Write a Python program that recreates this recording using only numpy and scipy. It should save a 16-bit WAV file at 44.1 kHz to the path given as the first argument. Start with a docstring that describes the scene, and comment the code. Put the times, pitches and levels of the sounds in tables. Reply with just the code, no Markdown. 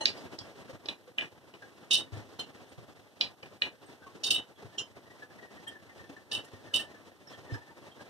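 """Beside a tunnel dishwasher, a phone with two close microphones hears a plastic dish rack ratcheted out.
Pumps and spray, shaped noise, roar throughout; the phone's noise reduction lets more through with each blow.
A bowl is knocked at once; the rack clacks on rollers and rails, crockery chinks, low thuds come from the steel
table. Near 2 s the steel drive pawls first clatter on their bar, then drop back; from 4.5 s come faint chinks.
Blows are sums of decaying modes, cut short."""
import sys
import numpy as np
from scipy import signal
from scipy.fft import rfft, irfft, next_fast_len
from scipy.io import wavfile
from scipy.ndimage import uniform_filter1d, map_coordinates

SR = 44100
rng = np.random.default_rng(int(sys.argv[2]) if len(sys.argv) > 2 else 0)


def materialize(psi):
    """Save the field psi as 16-bit PCM at rate SR to the path in sys.argv[1].

    A 1-D psi becomes a single channel; in a 2-D psi each row is a channel.
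    """
    bounded = np.clip(np.atleast_2d(psi).T, -1, 1)
    quanta = np.round(bounded * 32767).astype(np.int16)
    wavfile.write(sys.argv[1], SR, quanta)


def boost_factor(decibels):
    """Convert a level in decibels to a linear amplitude factor."""
    exponent = np.asarray(decibels, float) / 20
    return 10 ** exponent


N = 356857  # length of the scene, samples
SPAN = SR // 6  # longest a blow may last, samples


def unit(x):
    """Scaled to rms 1."""
    return x / np.sqrt(np.mean(x ** 2) + 1e-20)


def along(f, v, hz):
    """Values v given at f, read at hz on a log frequency axis."""
    return np.interp(np.log(hz + 1), np.log(np.asarray(f) + 1), v)


def filtered(x, response):
    """x times a complex response of frequency."""
    m = next_fast_len(N + SR // 4)
    return irfft(rfft(x, m) * response(np.fft.rfftfreq(m, 1 / SR)), m)[..., :N]


def wobble(rate, size=N):
    """A smooth random curve, rate knots a second."""
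    knots = rng.standard_normal(int(size * rate / SR) + 4)
    return map_coordinates(knots, [np.arange(size) * rate / SR])


def rush(spectrum, patchy_db):
    """Two unrelated noises of rms 1 that share patches of random gain."""
    z = signal.stft(rng.standard_normal((2, N)), nperseg=512)[2]
    field = uniform_filter1d(rng.standard_normal(z.shape[1:]), 4, 0)
    field = uniform_filter1d(field, 4, 1)
    pair = signal.istft(z * boost_factor(patchy_db * unit(field)), nperseg=512)[1][:, :N]
    return unit(filtered(pair, lambda hz: boost_factor(along(*np.transpose(spectrum), hz))))


# Calm roar between blows, before wavering: (time [s], level [dB])
CALM_ROAR = [(0, -48.5), (.2, -48.5), (.5, -55), (.75, -53.5), (1.049, -60.5), (1.499, -57.5), (1.9, -58),
             (2.3, -55.5), (2.6, -54.5), (3.1, -58), (3.35, -57.5), (3.75, -61.5), (3.85, -56), (4.5, -57),
             (5.4, -55.5), (6.15, -57), (6.27, -60.5), (6.5, -54), (7.15, -56.5), (7.23, -61), (7.3, -53),
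             (8.09, -56.5)]
# Spectra of the muffled pumps, the spray and the far hiss: (frequency [Hz], relative density [dB per Hz])
PUMP_SPECTRUM = [(30, -27.5), (60, -16), (100, 0.5), (160, -6.5), (300, -2), (600, -4.5), (1000, -10),
                 (1500, -14), (2200, -12.5), (4000, -41)]
SPRAY_SPECTRUM = [(900, -38), (1800, -3), (3200, 3), (5000, -1.5), (8000, -8.5), (12000, -18),
                  (15500, -21.5)]
HISS_SPECTRUM = [(200, -13), (1500, -0.5), (6000, -5), (12000, -1.5), (15500, -10.5)]


def roar(blows):
    """Pumps and spray waver over a far hiss; noise reduction lets them through while a blow rings
    and holds them down beside a loud one."""
    open_db, open_from_db, open_slope = -46.5, -42.5, 0.53  # fully open, blow that opens it, dB per dB below
    hush_db, hush_s = 1.5, 0.089  # the holding down just before and after a loud blow, and its span
    spray_db, spray_follows = -9.5, 0.85  # spray against pumps, share of the pumps' swings
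    spray_lift = 0.5  # further spray, dB per dB of a very loud blow

    s, low_db = np.transpose(CALM_ROAR)
    low_db = np.interp(np.arange(N) / SR, s, low_db)
    blow_power = uniform_filter1d(np.mean(blows ** 2, axis=0), size=420)
    blow_db = 10 * np.log10(abs(blow_power) + 1e-12)
    over_db = blow_db - open_from_db
    opened_db = open_db + np.minimum(open_slope * over_db, 0)
    loud = np.clip((opened_db - open_db + 6.5) / 4, 0, 1)
    near = uniform_filter1d(loud, round(hush_s * SR))
    calm_db = low_db - hush_db * np.minimum(3 * near, 1) + 1.02 * wobble(15) + 2.32 * wobble(36)
    pumps_db = np.maximum(calm_db, opened_db)
    flutter_db = 1.3 * wobble(24) + 1.7 * wobble(70)
    spray_level_db = low_db + spray_db + spray_follows * (pumps_db - low_db)
    spray_level_db += spray_lift * np.maximum(over_db, 0) + 0.78 * wobble(25)
    pumps = boost_factor(pumps_db) * rush(PUMP_SPECTRUM, patchy_db=1.26)
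    spray = boost_factor(spray_level_db) * rush(SPRAY_SPECTRUM, patchy_db=0.2)
    hiss = boost_factor(-73.5) * rush(HISS_SPECTRUM, patchy_db=0.5)
    return boost_factor(flutter_db) * (pumps + spray) + hiss


def ring(hz, db, t60, attack, scatter_db, rough_hz, dense_db, dense_t60):
    """Two takes of decaying modes, as heard along two paths; between them noise stands for countless weak modes."""
    t = np.arange(SPAN) / SR
    level = db + scatter_db * rng.standard_normal(len(hz))
    # loose contact blurs every line: its phase walks at random, in steps of 15 samples
    walk = np.cumsum(rng.standard_normal((2, len(hz), SPAN // 15)), axis=2).repeat(15, axis=2)
    walk = uniform_filter1d(walk, size=30, axis=2)
    step = np.sqrt(2 * np.pi * abs(rough_hz) * 15 / SR)
    phase = rng.uniform(0, 2 * np.pi, (2, len(hz), 1)) + step * walk
    decay = boost_factor(level[:, None] - 60 * t / t60[:, None])
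    modes = decay * np.sin(2 * np.pi * hz[:, None] * t + phase)

    bins = np.fft.rfftfreq(SPAN, 1 / SR)
    outline = np.interp(bins, [hz[0] * .8, *hz, hz[-1] * 1.15], [-120, *db, -120])
    outline -= .5e-3 * bins  # the weak modes thin out upwards
    outline[round(10300 * SPAN / SR):] -= 9  # and sink further behind the strong ones at the top
    dense = irfft(rfft(rng.standard_normal((2, SPAN))) * boost_factor(outline), SPAN)
    dense = boost_factor(dense_db - 60 * t / dense_t60) * dense
    return (modes.sum(1) + dense) * (1 - np.exp(-t / attack)) ** 2


# Kitchen echo: (frequency [Hz], t60 [s])
KITCHEN = [(1000, 0.67), (3000, 0.3), (6000, 0.27), (12000, 0.076)]


def add(out, s, blow, wet_db, sink_db, most, fade):
    """One blow with a fresh kitchen echo; the tail fades quickly, sooner the less the blow tops sink_db."""
    hz, t, z = signal.stft(rng.standard_normal((2, SPAN)), SR, nperseg=256)
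    t60 = along(*np.transpose(KITCHEN), hz)[:, None]
    tail = signal.istft(z * boost_factor(-60 * t / t60), SR, nperseg=256)[1]
    echo = signal.fftconvolve(blow, tail / np.linalg.norm(tail[0]), axes=1)[:, :SPAN]
    over_db = 20 * np.log10(abs(blow).max()) - sink_db
    hold = np.clip(0.0021 * over_db, .01, most)  # seconds
    closing = 1 / (1 + np.exp((np.arange(SPAN) / SR - hold) / fade))
    out[:, round(s * SR):][:, :SPAN] += (blow + boost_factor(wet_db) * echo) * closing


def notes(rows, spread, t60, attack, gain_db, rough_hz, hold):
    """Soft single notes, each a close pair of modes; rows are (time [s], level [dB], frequency [Hz])."""
    out = np.zeros((2, N + SR))
    for s, db, hz in rows:
        pair = hz * np.array([1 - spread, 1 + spread])
        pair_db = db + gain_db - np.array([0, 7])
        blow = ring(pair, pair_db, np.full(2, t60), attack, scatter_db=2.4, rough_hz=rough_hz,
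                    dense_db=-4.0, dense_t60=t60)
        add(out, s, blow, wet_db=-14, sink_db=-76, most=hold, fade=0.036)
    return out[:, :N]


def chink(rows):
    """Struck crockery: a narrow pair of modes with a soft onset."""
    return notes(rows, spread=0.0051, t60=0.14, attack=0.0033, gain_db=6.5, rough_hz=18, hold=0.062)


# Notes of the bowl: (frequency [Hz], level before the crockery gain [dB])
BOWL_NOTES = [(595, -36), (900, -37), (1900, -39.5), (2955, -36), (4150, -35), (6300, -43), (8600, -43.5)]


def bowl():
    """A bowl is knocked once, sounding all its notes together."""
    return chink([(0.0066, db, hz) for hz, db in BOWL_NOTES])


# Hard plastic on rollers and rails: (time [s], level of the modes at 2.2-3.3 kHz before gain [dB],
# then against it: modes below 2.2 kHz [dB], from 3.3 kHz to the edge [dB], above the edge [dB]; edge [Hz])
RACK_CLACKS = [(0.0557, -20.5, -18.5, -2, 2.5, 4100), (0.3881, -51.5, -13, 7, 21, 4100),
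               (0.858, -41, -19, 4, 0.5, 4100), (0.8862, -27, -26, -0.5, -13.5, 4100),
               (1.1836, -20, -15.5, -6.5, -42, 3700), (1.209, -26, -20, -6, -27, 3700),
               (1.22, -38.5, -1.5, 1, -25, 3700), (1.539, -42.5, -22, -15, -18, 4100),
               (3.2099, -21.5, -33, 1, -5.5, 4500), (3.429, -38, -13.5, -22, -15, 4100),
               (3.459, -42.5, -16, -9, -12, 4100), (3.6194, -18, -17.5, -6.5, -38, 4500),
               (3.6387, -33, -24, -19, -34, 4500)]
# Modes of the rack: (frequency [Hz], relative level [dB], t60 [s])
RACK_MODES = [(1674, 6.5, 0.11), (1900, 10, 0.082), (2437, 2.5, 0.11), (2673, -9, 0.071),
              (2930, 2.5, 0.052), (3490, 3, 0.03), (3930, 4.5, 0.043), (4125, 4, 0.01), (4815, 9, 0.017),
              (4900, 1, 0.026), (5250, 5, 0.033), (5700, -9.5, 0.048), (6120, -7.5, 0.023),
              (7480, -10, 0.021), (7880, -46, 0.022)]


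def clacks():
    """Hard plastic on rollers: a crack and short modes, their groups balanced anew each time."""
    crack_db, crack_from_db, crack_grows = 5, -32, 0.62  # crack against modes; harder clacks crack more, dB per dB
    snap_db, snap_t60_s = 5, 0.024  # the first contact stands out of the ring
    out, (hz, db, t60) = np.zeros((2, N + SR)), np.transpose(RACK_MODES)
    snap = 1 + boost_factor(snap_db - 60 * np.arange(SPAN) / SR / snap_t60_s)
    for s, level_db, low, middle, high, edge in RACK_CLACKS:
        dense_db = crack_db + crack_grows * max(level_db - crack_from_db, 0)
        shade = np.array([low, 0, middle, high])[np.searchsorted([2200, 3300, edge], hz)]
        blow = ring(hz, db + shade + level_db - 10.5, t60, attack=0.0005, scatter_db=1.65,
                    rough_hz=25.1, dense_db=dense_db, dense_t60=0.059)
        add(out, s, blow * snap, wet_db=-6.5, sink_db=-45, most=0.069, fade=0.02)
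    return out[:, :N]


# The clearest crockery chinks: (time [s], level before the crockery gain [dB], frequency [Hz])
CLEAR_CHINKS = [(.17, -51, 4900), (.40, -50, 3300), (1.62, -49.5, 1636), (2.134, -51, 1760),
                (2.69, -60, 8600), (3.858, -59, 8400), (4.019, -51, 1540), (4.063, -45, 1106),
                (4.555, -57, 3360), (5.22, -45, 1724), (5.385, -47.5, 1930), (5.425, -47.5, 1900),
                (5.666, -42, 1795), (5.672, -45, 3204), (5.71, -47, 1804), (5.75, -48, 1750),
                (5.83, -59, 1740), (5.99, -53, 1850), (6.163, -49.5, 1790), (6.315, -47, 1780),
                (6.381, -52, 1730), (6.669, -53, 1790), (6.79, -43, 1810), (6.942, -53, 1753),
                (7.271, -52.5, 5400), (7.33, -53, 3220), (7.334, -54, 1810), (7.495, -45.5, 1800),
                (7.53, -52, 5150), (7.538, -42.5, 1740), (7.56, -48, 946), (7.609, -48, 1784),
                (7.706, -52.5, 928), (7.913, -54, 3230), (7.989, -46.5, 1650)]


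def chinks():
    """Crockery knocks in the rack, each heard as one ringing note."""
    return chink(CLEAR_CHINKS)


# Low thuds and brief low swells of the roar: (time [s], level before gain [dB], frequency [Hz])
LOW_THUDS = [(0.229, -40.5, 280), (0.333, -40.5, 281), (0.409, -38.5, 122), (0.555, -44, 410),
             (0.693, -38, 537), (0.729, -37, 106), (0.806, -56, 596), (1.076, -43, 510), (1.312, -47, 513),
             (1.544, -41, 345), (2.122, -23.5, 105.6), (2.169, -31, 112), (2.39, -38, 322),
             (2.544, -45, 293), (2.776, -34, 122), (2.829, -53, 613), (2.99, -48, 299), (4.149, -39, 310),
             (4.255, -37, 402), (4.309, -37, 380), (4.621, -41, 415), (4.644, -35, 117), (5.352, -44, 219),
             (5.664, -49, 125.6), (5.998, -38, 109), (6.094, -41, 310), (6.532, -37, 109),
             (7.496, -32.5, 304), (7.519, -24, 108), (8.004, -45.5, 595)]


def low_thuds():
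    """Thuds of the steel table and brief low swells, in wide pairs of modes; thin sheet gives no deep bass."""
    thuds = notes(LOW_THUDS, spread=0.038, t60=0.16, attack=0.0031, gain_db=1, rough_hz=7.6, hold=0.026)
    return filtered(thuds, lambda hz: (1j * hz / (45 + 1j * hz)) ** 2)


def contacts(rows, steel, groups, gain_db, lift_db, chatter_db, rough_hz, dense_db):
    """Each contact rings the steel, brighter or duller by where it lands; loose parts chatter on the ring."""
    out, (hz, db, t60) = np.zeros((2, N + SR)), np.transpose(steel)
    lift = lift_db * np.log2(hz / 3000)  # dB per octave
    for s, level_db, *colour in rows:
        shade = np.array([0, *colour])[np.searchsorted(groups, hz)]
        chatter = boost_factor(chatter_db * wobble(350, SPAN))
        modes = ring(hz, db + shade + level_db + gain_db + lift, np.minimum(t60, .3) * 0.65,
                     attack=0.0032, scatter_db=1.0, rough_hz=rough_hz, dense_db=dense_db, dense_t60=0.15)
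        add(out, s, modes * chatter, wet_db=-6.5, sink_db=-40.5, most=0.08, fade=0.027)
    return out[:, :N]


# Pawl contacts on the push: (time [s], level of the modes below 3.4 kHz before gain [dB],
# then against it: modes at 3.4-3.95 kHz [dB], 3.95-7 kHz [dB], over 7 kHz [dB])
PUSH_CONTACTS = [(1.9074, -15.5, -3, -8.5, -17.5), (1.926, -16.5, -6, -6.5, -12.5),
                 (1.9373, -23.5, 6, -2.5, -19), (1.947, -33, -7, 3, -11), (1.9716, -30, 0, -13, -9),
                 (1.9894, -32, 0, -10, -25), (4.234, -25, 0.5, 0.5, -12), (4.2609, -29, 2, 0.5, -9),
                 (4.303, -16.5, -5.5, -10, -14.5), (4.334, -28.5, 0.5, -14, -5.5),
                 (4.355, -23, -6, -23, -24.5), (6.313, -27, -2, -7, -17.5), (6.3248, -25.5, -6, -13, -13),
                 (6.344, -25, -7.5, -14.5, -17), (6.3739, -39, -12, -21, -12),
                 (6.737, -17.5, -7, -15.5, -17), (6.755, -21.5, -7, -11.5, -11.5),
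                 (6.793, -27, -12.5, -15, -13.5)]
# Modes of pawls and bar: (frequency [Hz], relative level [dB], t60 before capping and shortening [s])
PAWL_AND_BAR = [(2711, -5.5, 0.11), (2734, -12, 0.54), (2700, -20.5, 0.21), (2970, -3.5, 0.37),
                (3100, -13.5, 0.35), (3120, -12.5, 0.09), (3652, -9, 0.2), (3700, -4.5, 0.24),
                (3764, -4, 0.22), (3910, -45.5, 5.0), (4060, -11.5, 0.2), (4550, -4, 0.21),
                (5300, -15.5, 0.22), (5070, -16, 0.24), (5480, -9, 0.15), (5730, -10, 0.089),
                (6090, -8.5, 0.086), (5940, -29.5, 5.0), (6820, -12.5, 0.12), (7348, -15, 0.14),
                (8140, -8.5, 0.25), (8970, -7, 0.16), (9830, -15, 0.65), (9250, -23, 0.36),
                (11750, -25.5, 0.16), (12460, -24, 0.13), (13900, -20, 0.17)]


def pawl_push():
    """Steel drive pawls clatter on their bar as they push."""
    return contacts(PUSH_CONTACTS, PAWL_AND_BAR, [3400, 3950, 7000], gain_db=1.0, lift_db=4,
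                    chatter_db=2.0, rough_hz=23, dense_db=9.0)


# Pawls dropping back on the return: (time [s], level of the modes below 3.4 kHz before gain [dB],
# then against it: modes at 3.4-4.8 kHz [dB], 4.8-7 kHz [dB], over 7 kHz [dB])
RETURN_DROPS = [(2.3915, -25.5, 2.5, -17, -17.5), (2.4006, -32, -12, -24, -29),
                (2.4154, -35.5, -16.5, -28, -29.5), (4.7794, -24.5, -17, -9.5, -31),
                (4.787, -24.5, -11, -10, -20), (4.8104, -30.5, -24, -20, -36), (5.676, -44, -16, -7, 4.5),
                (6.4434, -46.5, -6.5, -6, -0.5)]
# Modes of the unloaded pawls: (frequency [Hz], relative level [dB], t60 before shortening [s])
LOOSE_PAWLS = [(2837, -1, 0.11), (3093, 3, 0.12), (3580, -12, .12), (4140, 0, 0.12), (5170, -0.5, 0.19),
               (5770, 2.5, 0.11), (6993, 5.5, 0.123), (7700, -2, 0.091), (8400, 6.5, 0.065),
               (9200, -0.5, 0.15), (9900, -3, .1), (11800, -1, 0.088), (13800, -15, .1)]


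def pawl_drops():
    """Unloaded pawls drop back on the return, ringing modes of their own."""
    return contacts(RETURN_DROPS, LOOSE_PAWLS, [3400, 4800, 7000], gain_db=-1.0, lift_db=-0.7,
                    chatter_db=1.5, rough_hz=24, dense_db=-1.0)


def faint_chinks(count):
    """Late on, faint chinks at random moments, all near one note."""
    from_s, to_s, level_db, note_hz = 4.5, 7.7, -58, 1810  # level before the crockery gain
    when = rng.uniform(from_s, to_s, count)
    size, pitch = rng.standard_normal((2, count))
    return chink(np.transpose([when, level_db + 2.8 * size, note_hz * (1 + .04 * pitch)]))


def scene():
    """Two paths from every source, one for each microphone."""
    crockery = bowl() + chinks() + faint_chinks(count=40)
    thuds = low_thuds()
    hard = clacks() + pawl_push() + pawl_drops()
    # noise reduction opens on the blows, a little less for crockery, a little more for low thuds
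    background = roar(hard + boost_factor(-2.5) * crockery + boost_factor(1.0) * thuds)
    return background + hard + crockery + thuds


# The microphone pair: (frequency [Hz], phase by which the left leads [rad], left-right likeness [0-1])
MICROPHONE_PAIR = [(90, 1.9, .7), (300, .2, .55), (1150, 0, .95), (1450, .3, .7), (1750, 1.6, .6),
                   (2080, 3, .96), (2400, 3.3, .96), (2750, 4.8, .4), (3050, 6.5, .75), (3500, 6.4, .92),
                   (3900, 6, .75), (4200, 5, .4), (4600, 3.3, .75), (5150, 5, .3), (5700, 6.9, .75),
                   (6300, 6.3, .45), (6800, 4, .5), (7300, 3.4, .5), (7800, 1.5, .3), (8300, 1.1, .5),
                   (8900, -1.5, .3), (9600, -2.2, .45), (12000, -3.5, .25)]
# Balance of the pair: (frequency [Hz], left over right [dB])
LEFT_TILT = [(90, -1.5), (300, 1.6), (1200, -0.5), (2200, 1.5), (3000, -3.5), (5000, -2.5), (9000, -3.5),
             (13000, -1)]


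def microphones(dry):
    """The right hears part of the left's path, phase-shifted by the phone's body, and part of its own."""
    f, lead, alike = np.transpose(MICROPHONE_PAIR)

    def like(hz):
        return np.interp(hz, f, alike)

    def side(hz):
        return boost_factor(along(*np.transpose(LEFT_TILT), hz) / 2)

    dry = filtered(dry, lambda hz: (hz < 15400) * 1j * hz / (50 + 1j * hz))  # thin bass, band limit
    left = filtered(dry[0], side)
    shared = filtered(dry[0], lambda hz: like(hz) * np.exp(-1j * np.interp(hz, f, lead)) / side(hz))
    own = filtered(dry[1], lambda hz: np.sqrt(1 - like(hz) ** 2) / side(hz))
    return np.array([left, shared + own])


def roll_off(x):
    """The treble ends steeply here."""
    return signal.sosfilt(signal.butter(12, 15780, fs=SR, output="sos"), x)


def record(dry):
    """The phone takes the scene down through its two close microphones."""
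    mix = microphones(dry)
    return roll_off(mix)


dry = scene()
out = record(dry)
materialize(out)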